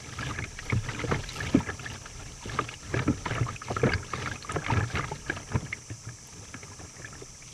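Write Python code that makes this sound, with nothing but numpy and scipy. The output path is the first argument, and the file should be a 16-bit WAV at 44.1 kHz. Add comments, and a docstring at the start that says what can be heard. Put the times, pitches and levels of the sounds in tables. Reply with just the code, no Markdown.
"""A plastic kayak moves through choppy river water, heard from a camera on its deck.
From the start, waves gurgle through the shell, shake the hull and spray, over a soft rumble and hiss.
Bubbles soon plop and drops tick on the deck. Then air trapped under the bow gulps, and the hull booms.
After a lull at about two seconds the waves pick up again; from about six seconds the water is calmer."""
import sys
import numpy as np
from scipy import signal
from scipy.fft import rfft, irfft, next_fast_len
from scipy.io import wavfile
from scipy.ndimage import map_coordinates

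SR = 44100
rng = np.random.default_rng(int(sys.argv[2]) if len(sys.argv) > 2 else 0)


def generate_wav(sig):
    """Save sig (samples, or channels by samples) to the path in sys.argv[1] as 16-bit PCM at SR."""
    pcm = np.round(np.clip(np.atleast_2d(sig).T, -1, 1) * 32767).astype(np.int16)
    wavfile.write(sys.argv[1], SR, pcm)


N = 332073


def amp(db):
    """Turn decibels into a number to multiply by."""
    return 10 ** (np.asarray(db) / 20)


def unit(x):
    """Scale a sound to an average (rms) level of 1."""
    return x / np.sqrt(np.mean(x ** 2) + 1e-20)


def tone_gain(tone, hz):
    """How strongly a tone table of (Hz, dB) rows lets each frequency through."""
    points_hz, db = np.transpose(tone)
    return amp(np.interp(np.log(hz + 1), np.log(points_hz), db))


def curve(rows):
    """Join (seconds, value) points with straight lines."""
    return np.interp(np.arange(N) / SR, *np.transpose(rows))


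def wobble(per_s):
    """A smooth curve through per_s random values a second."""
    return map_coordinates(rng.standard_normal(int(N * per_s / SR) + 4), [np.arange(N) * per_s / SR])


def filtered(x, response):
    """Turn each frequency up or down by response(hz)."""
    size = next_fast_len(len(x) + 8192)
    return irfft(rfft(x, size) * response(np.fft.rfftfreq(size, 1 / SR)), size)[:len(x)]


def through(x, tone, size=4096):
    """Pass a sound through a body that rings only after it is struck."""
    cepstrum = irfft(np.log(tone_gain(tone, np.fft.rfftfreq(size, 1 / SR))))
    cepstrum[1:size // 2] *= 2  # move all ringing to after the strike
    cepstrum[size // 2 + 1:] = 0
    ring = irfft(np.exp(rfft(cepstrum)))
    return signal.fftconvolve(x, ring)[:len(x)]


def noise(tone):
    """Steady noise with the given tone."""
    return unit(filtered(rng.standard_normal(N), lambda hz: tone_gain(tone, hz)))


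def add(track, start_s, sound):
    """Mix a sound into the track."""
    part = track[max(0, round(start_s * SR)):][:len(sound)]
    part += sound[:len(part)]


def swell(t, life_s, rise):
    """Rise quickly to 1, then die away; rise is a share of the life."""
    shape = (1 - np.exp(-t / (rise * life_s))) * np.exp(-t / life_s)
    return shape / shape.max()


def surges(rows, rise_s, fall_s):
    """A level that builds, holds and fades for each (start, hold, dB) row."""
    t, power = np.arange(N) / SR, np.zeros(N)
    for start, hold, db in rows:
        near = slice(max(0, int((start - 10 * rise_s) * SR)), int((start + hold + 10 * fall_s) * SR))
        fade = np.maximum(start - t[near], 0) / rise_s + np.maximum(t[near] - start - hold, 0) / fall_s
        power[near] += (amp(db) * np.exp(-fade)) ** 2
    return np.sqrt(power)


def bubble(t, hz, life_s, glide):
    """Air rings in water; a positive glide lifts the pitch, as when a bubble nears the surface."""
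    pitch = hz * (1 + glide * (np.tanh(t / (2 * life_s)) - .5))
    return np.sin(2 * np.pi * np.cumsum(pitch) / SR)


def burst(t, hz, life_s, splashy, rise, glide, octaves, tone):
    """One ringing bubble mixed with splashing noise around its pitch."""
    shape = swell(t, life_s, rise)
    band = lambda f: tone_gain(tone, f) * np.exp(-.5 * (np.log2((f + 1) / hz) / octaves) ** 2)
    splash = shape * filtered(rng.standard_normal(len(t)), band)
    ring = shape * bubble(t, hz, life_s, glide)
    return unit(np.sqrt(1 - splashy) * unit(ring) + np.sqrt(splashy) * unit(splash)) * np.std(ring)


def swarm(tone, per_s, centre_hz, octaves, cycles, spread_db, size):
    """A steady crowd of tiny bubbles or drops of random pitch and strength, heard through a body."""
    draws = rng.random((int(per_s * N / SR), 4))
    start = (draws[:, :1] * N).astype(int)
    hz = centre_hz * 2 ** (octaves * (draws[:, 1:2] + draws[:, 2:3] - 1))
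    strength = amp(spread_db * np.minimum(-np.log(1 - draws[:, 3:]), 4))
    turns = hz * np.arange(size) / SR
    climb = 1 + .012 * turns / cycles
    rings = strength * np.exp(-turns / cycles) * np.sin(2 * np.pi * turns * climb)
    crowd = np.bincount((start + np.arange(size)).ravel(), rings.ravel(), N)[:N]
    return unit(through(crowd, tone))


# The tones of the rumble, river and hiss. Each row: frequency in Hz, boost or cut in dB.
RUMBLE_TONE = [(10, -22), (25, 3), (31, -2), (42, 2.5), (60, -2.5), (90, -3.5), (200, -55)]
RIVER_TONE = [(40, -18), (65, -32), (130, 4), (240, -13), (750, -18.5), (1300, -17), (1600, -41),
              (2240, -16), (4000, -34), (6000, -61)]
HISS_TONE = [(3200, -23.5), (4400, -16), (5100, -7.5), (5700, 1), (6150, 2), (6750, -7.5), (7350, -4.5),
             (8100, -10.5), (10100, -16), (11800, -32), (12900, -27.5), (15100, -40)]
# How the rumble comes and goes. 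Each row: time in seconds, level in dB.
RUMBLE_LEVELS = [(0, -67), (.45, -48.5), (.8, -41), (.98, -52), (1.18, -40), (1.35, -49), (1.6, -51),
                 (2.0, -57), (2.22, -45.5), (2.75, -52.5), (3.43, -45), (3.68, -60), (3.92, -44),
                 (4.1, -54), (4.62, -54), (4.88, -47), (5.55, -51), (5.85, -62), (7.5, -56)]
def background():
    """A low rumble, the open river, and the camera's hiss with its faint whine."""
    whine = np.sin(2 * np.pi * np.cumsum(12455 + 10 * wobble(30)) / SR)
    rumble = amp(curve(RUMBLE_LEVELS)) * noise(RUMBLE_TONE)
    return rumble + amp(-55.5) * noise(RIVER_TONE) + amp(-49.5) * noise(HISS_TONE) + amp(-85) * whine


# Lapping between the waves. Each row: time in seconds, level in dB.
LAPPING = [(0, -52.5), (1.5, -54.5), (2.3, -56), (3.5, -53), (5.3, -57.5), (6, -58.5), (7.5, -60)]
# Waves at the bow. Each row: arrival and hold in seconds, then gurgle, push and spray levels in dB.
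BOW_WAVES = [(.02, 0.17, -55.5, -48, -56.5), (0.197, 0.098, -42, -35, -44.5),
             (0.392, 0.017, -41.5, -34.5, -66), (0.626, 0.13, -46.5, -47, -49),
             (0.866, 0.17, -41, -38, -48.5), (1.096, 0.045, -39.5, -30, -46),
             (1.237, 0.11, -50.5, -50, -47.5), (1.374, 0.13, -43.5, -38.5, -45),
             (1.543, 0.05, -38.5, -32, -50.5), (1.682, .02, -41.5, -38.5, -65),
             (1.805, 0.13, -48, -42, -50.5), (2.058, .22, -56.5, -52, -58), (2.472, .14, -43.5, -38, -46.5),
             (2.68, 0.054, -58, -64, -53), (2.856, 0.066, -49.5, -42.5, -54),
             (2.94, 0.079, -40.5, -33.5, -52), (3.072, 0.041, -43.5, -30, -57),
             (3.28, 0.034, -42, -48, -49.5), (3.337, 0.047, -35.5, -36, -53),
             (3.471, 0.014, -45.5, -39.5, -54), (3.687, 0.1, -49.5, -40, -48), (3.833, 0.12, -37, -31, -60),
             (4.153, 0.19, -41, -39, -47), (4.498, 0.086, -38.5, -38, -52),
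             (4.699, 0.094, -36.5, -30.5, -51), (4.949, 0.037, -33.5, -29.5, -44.5),
             (5.056, 0.11, -49.5, -44.5, -52.5), (5.293, 0.095, -42, -40, -52),
             (5.534, .03, -41, -32.5, -59), (5.622, 0.16, -53.5, -46.5, -71),
             (6.075, 0.029, -52, -44.5, -70), (6.372, 0.025, -58.5, -44, -73),
             (6.562, 0.18, -56, -50.5, -68), (6.802, .03, -50, -43, -71), (6.974, 0.076, -48.5, -46, -69),
             (7.122, 0.066, -56.5, -47.5, -67), (7.53, .04, -61, -53, -52)]
def wave_levels():
    """How hard the water gurgles, pushes the hull and sprays: each wave rides on the lapping."""
    start, hold, gurgle_db, push_db, spray_db = np.transpose(BOW_WAVES)
    lapping = amp(curve(LAPPING) + 2.9 * wobble(21))
    gurgle = surges(zip(start, hold, gurgle_db), rise_s=.031, fall_s=.042)
    push = surges(zip(start, hold, push_db), rise_s=.015, fall_s=.049)
    spray = surges(zip(start, hold, spray_db), rise_s=.066, fall_s=.029)
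    return np.hypot(gurgle, lapping), np.hypot(push, amp(3.5) * lapping), np.hypot(spray, amp(-4.5) * lapping)


# The hull's own notes. Each row: pitch in Hz, width in Hz, strength in dB.
HULL_NOTES = [(86.6, 26.3, 0.5), (130.8, 27.3, -0.5), (168.2, 13, -4), (227.3, 28.4, -9.5),
              (293.1, 15.4, -7), (421, 50, -13)]
def hull(push):
    """The hollow hull answers a push by ringing at its low notes."""
    def response(f):
        return sum((-1) ** k * amp(db) * 1j * f * width / (hz * hz - f * f + 1j * f * width)
                   for k, (hz, width, db) in enumerate(HULL_NOTES))
    return filtered(push, response)


# The tones of the plastic shell and the spray. Each row: frequency in Hz, boost or cut in dB.
SHELL_TONE = [(200, -10), (450, 1.5), (740, -4), (960, -3), (1110, -5), (1320, 3), (1480, -7), (1670, 3.5),
              (1900, -4), (2220, 2.5), (2650, -4.5), (3000, -6.5), (4200, -9.5), (9000, -28)]
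SPRAY_TONE = [(1200, -5.5), (2800, 4.5), (4000, 0.5), (5200, 1), (7000, -0.5), (10000, -14), (15000, -27)]
def wash(gurgle_level, push_level, spray_level):
    """Running water gurgles through the shell, shakes the hull and throws fine spray."""
    flutter = wobble(60)
    froth = swarm(SHELL_TONE, per_s=1500, centre_hz=1413, octaves=1.98, cycles=2.6, spread_db=1.5, size=512)
    blips = swarm(SHELL_TONE, per_s=230, centre_hz=1785, octaves=1.512, cycles=7.5, spread_db=4, size=1024)
    gurgle = unit(froth + amp(1) * blips)
    shake = unit(hull(rng.standard_normal(N)))
    spray = swarm(SPRAY_TONE, per_s=1800, centre_hz=4296, octaves=1.505, cycles=5.6, spread_db=3, size=128)
    return (gurgle_level * amp(3.1 * flutter) * gurgle
            + push_level * amp(.87 * flutter) * shake
            + spray_level * amp(1.7 * flutter) * spray)


def stray_plops(gurgle_level, per_s=8, centre_hz=2530, octaves=.554):
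    """Rows for small plops at random moments, louder when the water gurgles harder."""
    rows = []
    for when, soft, pitch, splashy in rng.random((int(per_s * N / SR), 4)):
        db = 20 * np.log10(gurgle_level[int(when * N)]) + 7.5 - 2 * soft
        hz = centre_hz * 2 ** (octaves * (2 * pitch - 1))
        rows.append((when * N / SR, db, hz, splashy / 2))
    return rows


# The clearest bubbles and slaps.
# Each row: start in seconds, level in dB, pitch in Hz, splashiness from 0 to 1.
CLEAR_PLOPS = [(.189, -26.5, 1350, 0.45), (.228, -25, 1655, .1), (.309, -28.5, 1210, .1),
               (.387, -25, 1650, .5), (.423, -30, 2150, .03), (.44, -27, 2320, 0.3),
               (.589, -26.5, 1870, 0.5), (.7, -19.5, 2226, .03), (.722, -25.5, 1170, 0.8),
               (.888, -25, 1920, 0.37), (1.017, -27.5, 2180, 0.4), (1.113, -17.5, 1310, 0.45),
               (1.122, -25.5, 1040, 0.6), (1.238, -32.5, 1650, 0.1), (1.29, -28, 4000, 0.3),
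               (1.405, -21.5, 1724, 0), (1.603, -25.5, 930, .1), (1.688, -25, 1720, 0),
               (1.795, -34.5, 2650, 0), (1.861, -25.5, 1760, 0), (1.901, -33, 2880, 0),
               (2.057, -32, 1350, .4), (2.195, -38, 1380, .1), (2.588, -15, 1197, 0.36),
               (2.689, -27, 2730, 0.8), (2.739, -31.5, 2830, .4), (2.941, -22.5, 1680, 0.2),
               (2.973, -26, 1650, 0.6), (2.992, -20, 1700, 0.9), (3.078, -24.5, 1320, 0.65),
               (3.256, -25.5, 2190, 0.3), (3.259, -21.5, 980, 0.4), (3.381, -23, 1270, 0),
               (3.466, -29.5, 1066, 0), (3.486, -24.5, 1217, 0.08), (3.561, -30, 2550, 0.2),
               (3.618, -28, 1275, 0.16), (3.683, -28.5, 976, .5), (3.702, -27.5, 697, 0),
               (3.766, -19, 1320, 0.05), (3.836, -22, 1290, .9), (3.869, -27, 1460, 0.2),
               (3.919, -24, 1644, 0), (3.935, -18, 1594, .6), (3.936, -25.5, 4800, 0.07),
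               (4.135, -19.5, 1218, 0.15), (4.259, -24, 1710, 1), (4.314, -26, 1605, 0.15),
               (4.357, -32.5, 2490, 0.36), (4.425, -31.5, 4300, 0.35), (4.493, -25.5, 1260, 0.3),
               (4.559, -21.5, 694, 0.98), (4.645, -28.5, 2300, 0.6), (4.664, -21.5, 1680, 1),
               (4.702, -17.5, 928, 0), (4.737, -24, 1250, 1), (4.774, -24.5, 1350, .2),
               (4.807, -24, 1680, 0.05), (4.955, -21.5, 1760, .9), (4.972, -26, 1385, .05),
               (5.009, -27.5, 2020, 0), (5.043, -27.5, 935, 1), (5.117, -26.5, 854, 0.05),
               (5.298, -17, 1627, 0.14), (5.373, -33, 1350, 0), (5.518, -33, 866, 0.8),
               (5.555, -25, 990, 0.6), (5.728, -19, 2116, 0.14), (5.9, -38.5, 1750, 0.6),
               (6.089, -37, 1690, .7), (6.542, -30.5, 1630, 1), (6.631, -37.5, 2120, 0.2),
               (7.046, -30, 1710, 0), (7.423, -40, 2320, .15)]
def plops(strays):
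    """Short wet pops: the water rustles, a bubble rings, and the shell rattles briefly."""
    pops, rattles, rustles = np.zeros((3, N))
    t = np.arange(SR // 12) / SR
    for start, db, hz, splashy in CLEAR_PLOPS + strays:
        # Bigger, lower bubbles ring longer, and so do cleaner ones.
        life_s = .0035 * (1600 / hz) ** .48 * (1 - .14 * (splashy - .5))
        pop = burst(t, hz, life_s, splashy, rise=.58, glide=.096, octaves=.93, tone=SHELL_TONE)
        rattle = burst(t, hz, life_s=.0064, splashy=.99, rise=.31, glide=0, octaves=.16, tone=SHELL_TONE)
        rustle = burst(t, hz, life_s=.0022, splashy=.55, rise=.26, glide=0, octaves=.51, tone=SHELL_TONE)
        add(pops, start - .0005, amp(db) * pop)
        add(rattles, start + .001974, amp(db) * rattle)
        add(rustles, start + .00188 - t[-1], amp(db) * rustle[::-1])  # backwards, to build into the pop
    return amp(-1.5) * pops + amp(-11.5) * rattles + amp(-12) * rustles


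# The tone of the deck. Each row: frequency in Hz, boost or cut in dB.
DECK_TONE = [(2000, -9), (5000, 8), (8000, -2), (10500, -2.5), (14500, -12)]
# Showers thrown by two waves. Each row: start in seconds, hold in seconds, level in dB.
SHOWERS = [(.21, .06, -75), (1.32, 0.087, -53.5)]
# Single big drops. Each row: start in seconds, level in dB, pitch in Hz.
BIG_DROPS = [(.6524, -39, 10500), (1.598, -42, 11000), (1.7935, -47, 11500), (1.833, -47, 12500),
             (1.93, -43, 12500), (3.3444, -38, 9500), (4.52, -22, 7800), (6.272, -38, 11800)]
def drips(spray_level):
    """Water lands on the deck: small drops patter with the spray and showers, big ones tick."""
    patter = swarm(DECK_TONE, per_s=250, centre_hz=9600, octaves=.66, cycles=.75, spread_db=2.5, size=128)
    patter_level = amp(-14.5) * spray_level + surges(SHOWERS, rise_s=.025, fall_s=.035)
    ticks, t = np.zeros(N), np.arange(SR // 50) / SR
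    for start, db, hz in BIG_DROPS:
        tick = burst(t, hz, life_s=.0016, splashy=.86, rise=.36, glide=0, octaves=.26, tone=DECK_TONE)
        add(ticks, start, amp(db - 8) * tick)
    return ticks + patter_level * patter


# The tone of a gulp's splash. Each row: frequency in Hz, boost or cut in dB.
POCKET_TONE = [(80, 3), (250, 0.5), (420, 2), (560, -3), (800, -7.5), (1200, -11)]
# Air caught under the bow.
# Each row: start in seconds, level in dB, pitch in Hz, boom level in dB, splashiness from 0 to 1.
AIR_POCKETS = [(.724, -21.5, 224, -16, 0.5), (0.754, -26, 183, -20, 0.06), (1.039, -24, 471, -23.5, 0.5),
               (1.118, -19.5, 271, -28, 0.9), (1.5471, -9.5, 264.5, -36, 0.09),
               (1.571, -18.5, 188, -34, 0.1), (2.456, -29.5, 222, -31, 0.74), (2.59, -25.5, 336, -33, 1),
               (2.615, -33.5, 310, -27, 0.3), (2.941, -21.5, 308, -28, 0.8),
               (2.967, -30.5, 395, -24.5, 0.4), (3.0, -30, 282, -22.5, .3), (3.081, -16.5, 282, -24, 0.12),
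               (3.097, -17.5, 250, -33, 0.06), (3.26, -26.5, 220, -36, 0.7), (3.306, -28.5, 193, -22, 0.65),
               (3.409, -28, 270, -16, 0.4), (3.705, -23, 490, -28, 0.64), (3.765, -29, 400, -30, .55),
               (3.833, -15, 455, -23, 0.1), (3.848, -17.5, 199, -23, .6), (3.866, -18, 375, -28, 1),
               (4.134, -32, 398, -34, .7), (4.56, -22.5, 409, -25.5, .57), (4.72, -25, 283, -18.5, 1),
               (4.753, -38, 191, -18.5, 0.1), (4.781, -29, 300, -22, 0.8), (4.826, -37, 374, -18.5, .5),
               (5.113, -29.5, 410, -30, 0.5), (5.296, -26.5, 333, -36, 0.6),
               (5.549, -22.5, 191, -19.5, 0.94), (5.624, -34, 269, -34, 0.94),
               (5.902, -35.5, 323, -29.5, 0.77), (6.069, -42.5, 280, -31, 0.4),
               (6.546, -35.5, 257, -43, 0.4), (6.997, -40.5, 344, -39, 0.7), (7.218, -34, 389, -45, 0.42)]
def gulps():
    """A wave closes on a pocket of air; the pocket throbs and the hull booms after it."""
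    out, t = np.zeros(N), np.arange(SR // 6) / SR
    for start, db, hz, boom_db, splashy in AIR_POCKETS:
        throb = burst(t, hz, life_s=.01, splashy=splashy, rise=.19, glide=-.062, octaves=1, tone=POCKET_TONE)
        boom_hz = 130 * 2 ** rng.normal(0, .14)
        boom = swell(t, life_s=.026, rise=.2) * bubble(t, boom_hz, life_s=.0035, glide=-.061)
        add(out, start - .0005, amp(db) * throb + amp(boom_db - 2.5) * boom)
    return out


def scene():
    """Everything reaches one microphone on the deck; each gulp also rings the hull."""
    gurgle_level, push_level, spray_level = wave_levels()
    gulping = gulps()
    running = wash(gurgle_level, push_level, spray_level) + drips(spray_level) + background()
    plopping = plops(stray_plops(gurgle_level))
    return (running + plopping + gulping + amp(-4.5) * hull(gulping))[None]


def record(dry, top_hz=15280):
    """The camera cuts off the very highest treble."""
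    return np.array([filtered(channel, lambda hz: hz < top_hz) for channel in dry])


dry = scene()
out = record(dry)
generate_wav(out)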